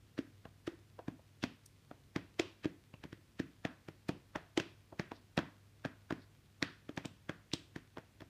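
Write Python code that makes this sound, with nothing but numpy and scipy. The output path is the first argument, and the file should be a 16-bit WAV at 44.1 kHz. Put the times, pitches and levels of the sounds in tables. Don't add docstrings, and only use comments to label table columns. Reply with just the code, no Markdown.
import sys
import numpy as np
from scipy import signal
from scipy.fft import rfft, irfft
from scipy.io import wavfile

SR = 44100
rng = np.random.default_rng(int(sys.argv[2]) if len(sys.argv) > 2 else 0)


def digitize_waveform(pressure):
    field = np.atleast_2d(pressure).T
    bounded = np.clip(field, -1, 1)
    quanta = np.round(bounded * 32767).astype(np.int16)
    wavfile.write(sys.argv[1], SR, quanta)


N = 365588
LEAD_S, TOUCH_S = .03, .12


def from_db(db):
    return 10 ** (np.asarray(db) / 20)


def unit_rms(x):
    return x / np.sqrt(np.mean(x ** 2) + 1e-30)


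def at_level(x, db):
    energy = np.sum(x ** 2, axis=-1, keepdims=True)
    return x * from_db(db) * np.sqrt(.01 * SR / (energy + 1e-30))


def band(x, low_hz, high_hz, order=2):
    edges_hz = [low_hz, min(high_hz, .45 * SR)]
    return signal.sosfilt(signal.butter(order, edges_hz, "band", fs=SR, output="sos"), x)


def bell(x, hz, width_hz, gain_db):
    gain = from_db(gain_db / 2)
    width = np.tan(np.pi * width_hz / SR)
    tuning = -2 * np.cos(2 * np.pi * hz / SR)
    numerator = [1 + width * gain, tuning, 1 - width * gain]
    denominator = [1 + width / gain, tuning, 1 - width / gain]
    return signal.lfilter(numerator, denominator, x)


def at_hz(table, hz, column=1):
    table = np.array(table)
    return np.interp(np.log(hz + 1e-9), np.log(table[:, 0]), table[:, column])


def drift(per_s):
    knots = rng.standard_normal(400)
    return np.interp(np.arange(N) / SR * per_s, np.arange(len(knots)), knots)


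# frequency_hz, relative_density_db
AIR_SPECTRUM = [(20, -58), (45, 0.5), (120, 0), (170, -4), (300, -8.5), (500, -15), (800, -21),
                (2200, -22.5), (5000, -27), (10500, -31), (15000, -33.5)]
# pitch_hz, peak_level_db
HUM_TONES = [(100, -65.5), (141, -74.5)]


def room_air(air_db, waver_db):
    hz = np.arange(N // 2 + 1) * SR / N
    t = np.arange(N) / SR
    spectrum = rfft(rng.standard_normal(N)) * from_db(at_hz(AIR_SPECTRUM, hz))
    out = from_db(air_db) * unit_rms(irfft(spectrum, N))
    for pitch_hz, level_db in HUM_TONES:
        amplitude = from_db(level_db + waver_db * drift(5.3))
        out += amplitude * np.sin(2 * np.pi * pitch_hz * t + 0.19 * drift(2.1))
    return out


def rustle(rub_db, uneven_db):
    fibres = rng.standard_normal(N) * from_db(9.0 * rng.standard_normal(N))
    rubs = from_db(rub_db + uneven_db * np.tanh(drift(26)))
    return unit_rms(band(fibres, 700, 4500)) * rubs


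def echoes(reflections, t, spread):
    out = np.zeros(len(t))
    for delay_s, gain_db in reflections:
        out[round(delay_s * SR * (1 + spread * rng.uniform(-1, 1)))] += from_db(gain_db)
    return out


# delay_s, gain_db
NEAR_REFLECTIONS = [(.0066, -16), (.0127, -23.5), (.0201, -22.5)]
# delay_s, gain_db
FAR_REFLECTIONS = [(.0235, -58), (.0555, -23.5), (.0675, -29), (.082, -28)]
# frequency_hz, gain_db, t60_s
REVERBERATION = [(95.5, -11, 0.28), (292, -14, 0.3), (617, -16.5, 0.38), (1200, -9.5, 0.41),
                 (2400, -10, 0.35), (4700, -15, 0.42), (8000, -16.5, 0.36), (14000, -12, 0.3)]


def living_room(build_s):
    t = np.arange(SR // 3) / SR
    response = band(echoes(NEAR_REFLECTIONS, t, spread=0.11), 380, 7100, order=1)
    response += band(echoes(FAR_REFLECTIONS, t, spread=0.028), 152, 385)
    edges_hz = np.geomspace(60, 16000, 11)
    for low, high in zip(edges_hz, edges_hz[1:]):
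        centre_hz = np.sqrt(low * high)
        t60_s = at_hz(REVERBERATION, centre_hz, column=2)
        envelope = from_db(-60 * t / t60_s) * (1 - np.exp(-t / build_s))
        tail = unit_rms(band(rng.standard_normal(len(t)), low, high, order=3) * envelope)
        band_share = 2 * (high - low) / SR
        response += tail * from_db(at_hz(REVERBERATION, centre_hz)) * np.sqrt(band_share / len(t))
    return response


def play_in_room(events, sound_of, spots):
    out = np.zeros(N + SR)
    responses = [living_room(build_s=0.0042) for _ in range(spots)]
    for k, (start_s, *settings) in enumerate(events):
        direct, room_feed = sound_of(*settings)
        reflected = signal.fftconvolve(room_feed, responses[k % spots])
        start = round((start_s - LEAD_S) * SR)
        out[start:start + len(direct)] += direct
        out[start:start + len(reflected)] += reflected
    return out[:N]


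def contact(t, grain_db, approach_s, settle_s, fur_db, fur_s):
    before, after = np.minimum(t, 0), np.maximum(t, 0)
    click = 1. * (np.arange(len(t)) == np.argmin(np.abs(t)))
    closing = np.exp(before / approach_s - after / settle_s)
    fur = from_db(fur_db) * np.exp(before / (0.5 * fur_s) - after / fur_s)
    grains = unit_rms(rng.standard_normal(len(t)) * (closing + fur)) / np.sqrt(len(t))
    return np.array([click + from_db(grain_db) * grains, click])


def graze(level_db, centre_hz, width_octaves, swell_s):
    t = np.arange(int(TOUCH_S * SR)) / SR - LEAD_S
    friction = contact(t, grain_db=67, approach_s=swell_s, settle_s=swell_s, fur_db=-37, fur_s=0.016)
    edge_ratio = 2 ** (width_octaves / 2)
    return at_level(band(friction, centre_hz / edge_ratio, centre_hz * edge_ratio), level_db)


# start_s, level_db, centre_hz, width_octaves, swell_s
GRAZES = [(.183, -59, 4030, 0.87, 0.0038), (.672, -54.5, 2400, 2.4, 0.003),
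          (1.662, -56.5, 7100, 1.05, 0.002), (2.638, -57, 2190, 1.5, 0.0052),
          (2.94, -57.5, 2590, 0.2, 0.00099), (4.087, -56, 3200, 2.6, 0.0019), (5.16, -63.5, 3980, .8, 0.02),
          (5.3725, -53, 3300, 2.3, 0.00081), (6.22, -67, 4250, 0.43, 0.023),
          (6.6264, -38.5, 3630, 0.85, 0.00045), (6.966, -63, 6000, 1.1, 0.001),
          (7.056, -52.5, 7600, 0.23, .0004), (7.517, -55, 2550, 0.89, 0.00076),
          (7.5365, -45, 7730, 0.21, 0.00023)]


def fur_and_claws():
    return play_in_room(GRAZES, graze, spots=2)


def belly_mode(t, hz, t60_s, press_s, stretch):
    after = np.maximum(t, 0)
    cycles = hz * t + stretch * (1 - np.exp(-hz * after / 2))
    pressed = 1 + np.tanh(t / press_s - 1)
    return -np.sin(2 * np.pi * cycles) * from_db(-60 * after / t60_s) * pressed


def belly_thump(t, thump_db, skin_hz, push_db):
    ring_s = .025 * 2 ** ((thump_db + 40) / 30)
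    push_hz = 156.5 + 2.6 * (push_db + 45)
    skin = belly_mode(t, skin_hz, t60_s=ring_s, press_s=0.00068, stretch=0.059)
    overtone = belly_mode(t, 1.554 * skin_hz, t60_s=0.081, press_s=0.0033, stretch=0.028)
    push = belly_mode(t, push_hz, t60_s=0.016, press_s=0.002, stretch=0.0083)
    return at_level(skin, thump_db) + at_level(overtone, thump_db - 25) + at_level(push, push_db)


def air_pop(t, pop_db, slap_db, lightness_db):
    pop_hz = 701 + (slap_db + 46)
    puff = contact(t, lightness_db + 3.5, approach_s=0.001, settle_s=0.0046, fur_db=-2, fur_s=0.0085)
    return at_level(band(puff, 0.55 * pop_hz, 1.35 * pop_hz), pop_db)


def skin_slap(t, slap_db, slap_hz, lightness_db):
    warped_t = t / from_db(1.9 * lightness_db)
    pad = contact(warped_t, lightness_db + 4.9,
                  approach_s=0.00093, settle_s=0.00024, fur_db=-19.5, fur_s=0.0078)
    hairs = contact(warped_t, lightness_db - 1,
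                    approach_s=0.00051, settle_s=0.00066, fur_db=-16, fur_s=0.0094)
    tips = contact(t, grain_db=2, approach_s=0.0025, settle_s=0.0016, fur_db=19, fur_s=0.011)
    smack = band(pad, 0.7 * slap_hz, 1.118 * slap_hz, order=1)
    smack = at_level(band(smack, 925, 3780, order=3), slap_db)
    tick_db = slap_db - 13 + 10.5 * np.log2(slap_hz / 2000)
    tick = at_level(band(hairs, 4380, 7380, order=3), tick_db)
    fizz = at_level(band(tips, 7300, 18000), 0.54 * tick_db - 40.5)
    return smack + tick + fizz


def pat(thump_db, skin_hz, push_db, pop_db, slap_db, slap_hz):
    t = np.arange(int(TOUCH_S * SR)) / SR - LEAD_S
    lightness_db = 0.32 * np.clip(-32.5 - slap_db, -8, 14)
    thump = belly_thump(t, thump_db, skin_hz, push_db)
    pop = air_pop(t, pop_db, slap_db, lightness_db)
    slap = skin_slap(t, slap_db, slap_hz, lightness_db)
    return thump + pop + slap


# start_s, slap_db, slap_centre_hz
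TOE_LANDINGS = [(0.18, -52.5, 1800), (1.4297, -48, 3280), (2.3946, -45, 2670), (2.646, -47.5, 2300),
                (3.0391, -52, 2250), (3.3957, -50.5, 2540), (4.3563, -46, 1170), (5.8511, -42, 1670),
                (6.1074, -42, 1640), (6.6237, -48, 1330), (7.05, -53, 1550), (7.9723, -52.5, 1220),
                (8.207, -57.5, 2350)]


def toe_pats(skin_hz):
    for start_s, slap_db, slap_hz in TOE_LANDINGS:
        thump_db, push_db = slap_db + 2, slap_db - 3
        pop_db = slap_db - 1.5 - 7.5 * np.log2(slap_hz / 2000)
        yield start_s, thump_db, skin_hz, push_db, pop_db, slap_db, slap_hz


# start_s, thump_db, skin_pitch_hz, push_db, pop_db, slap_db, slap_centre_hz
PAD_LANDINGS = [(0.1895, -32.5, 282, -72, -57, -47.5, 2160), (0.4551, -54, 245, -51, -52, -56.5, 1400),
                (.677, -35, 325, -46.5, -53, -46.5, 2070), (0.991, -57.5, 332, -66, -46, -63, 1300),
                (1.083, -37, 262, -40.5, -50, -52.5, 2020), (1.194, -72, 230, -65, -62.5, -79, 1500),
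                (1.4388, -32.5, 246, -47, -45, -38, 2670), (1.913, -49, 265, -57, -51.5, -58, 1430),
                (2.1622, -33.5, 287, -37, -44.5, -40, 2280), (2.3974, -29, 335, -45, -39, -32.5, 2960),
                (2.6562, -29.5, 296, -37.5, -57, -48, 2140), (2.9396, -55.5, 236, -50.5, -58.5, -64, 2370),
                (3.0524, -48, 264, -47, -71, -69, 2180), (3.129, -47.5, 285, -48, -80, -54.5, 2110),
                (3.4002, -32, 275, -38.5, -70, -44.5, 2130), (3.652, -37, 266, -38.5, -39, -38.5, 1760),
                (3.8861, -46.5, 308, -47, -54.5, -53.5, 2290),
                (4.092, -32.5, 295, -34.5, -42.5, -43.5, 2550), (4.3599, -52, 289, -44.5, -42, -42, 1900),
                (4.5762, -27.5, 320, -48, -39, -33.5, 2840), (4.6002, -47, 352, -42, -50, -38.5, 2600),
                (4.926, -52.5, 312, -55, -51.5, -79, 1400), (4.9966, -39, 332, -34.5, -45, -39.5, 2160),
                (5.118, -44.5, 281, -60, -45.5, -51, 1740), (5.3776, -37.5, 271, -31, -34, -35, 1960),
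                (5.3901, -33, 287, -38.5, -43.5, -39.5, 1970), (5.8584, -41.5, 248, -42.5, -71, -49, 2050),
                (6.1248, -34.5, 269, -40.5, -52, -48.5, 2060), (6.6269, -34.5, 279, -38.5, -50, -32, 2070),
                (6.8931, -41.5, 275, -53, -54, -54.5, 1920), (6.9767, -39.5, 272, -40.5, -44.5, -42, 2400),
                (7.056, -43, 245, -44, -57, -48, 3400), (7.2951, -40, 286, -41, -45.5, -41, 1710),
                (7.5361, -35.5, 293, -38.5, -50, -37, 3850), (7.762, -42, 280, -44.5, -55, -48, 2100),
                (7.9835, -51, 265, -49.5, -52.5, -53.5, 2000),
                (8.2199, -50, 278, -52.5, -56.5, -58.5, 2200)]


def drumming_paws():
    landings = [*PAD_LANDINGS, *toe_pats(skin_hz=288)]
    return play_in_room(landings, pat, spots=11)


# centre_hz, width_hz, gain_db
PAW_COLOUR = [(690, 200, 4.5), (772, 230, -4.5), (1630, 930, 1.5), (2196, 440, -5), (2890, 360, -3.5),
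              (3400, 1600, 1.5), (5570, 170, 3.5), (7200, 2300, -6), (9000, 1100, 6), (9300, 1100, -5)]


def radiate(paws, low_cut_hz):
    for centre_hz, width_hz, gain_db in PAW_COLOUR:
        paws = bell(paws, centre_hz, width_hz, gain_db)
    return signal.sosfilt(signal.butter(2, low_cut_hz, "high", fs=SR, output="sos"), paws)


def scene():
    paws = radiate(drumming_paws() + fur_and_claws(), low_cut_hz=75)
    return (paws + rustle(rub_db=-80, uneven_db=1) + room_air(air_db=-67.5, waver_db=2))[None]


def record(dry):
    return signal.sosfilt(signal.ellip(10, .1, 70, 15200, fs=SR, output="sos"), dry)


dry = scene()
out = record(dry)
digitize_waveform(out)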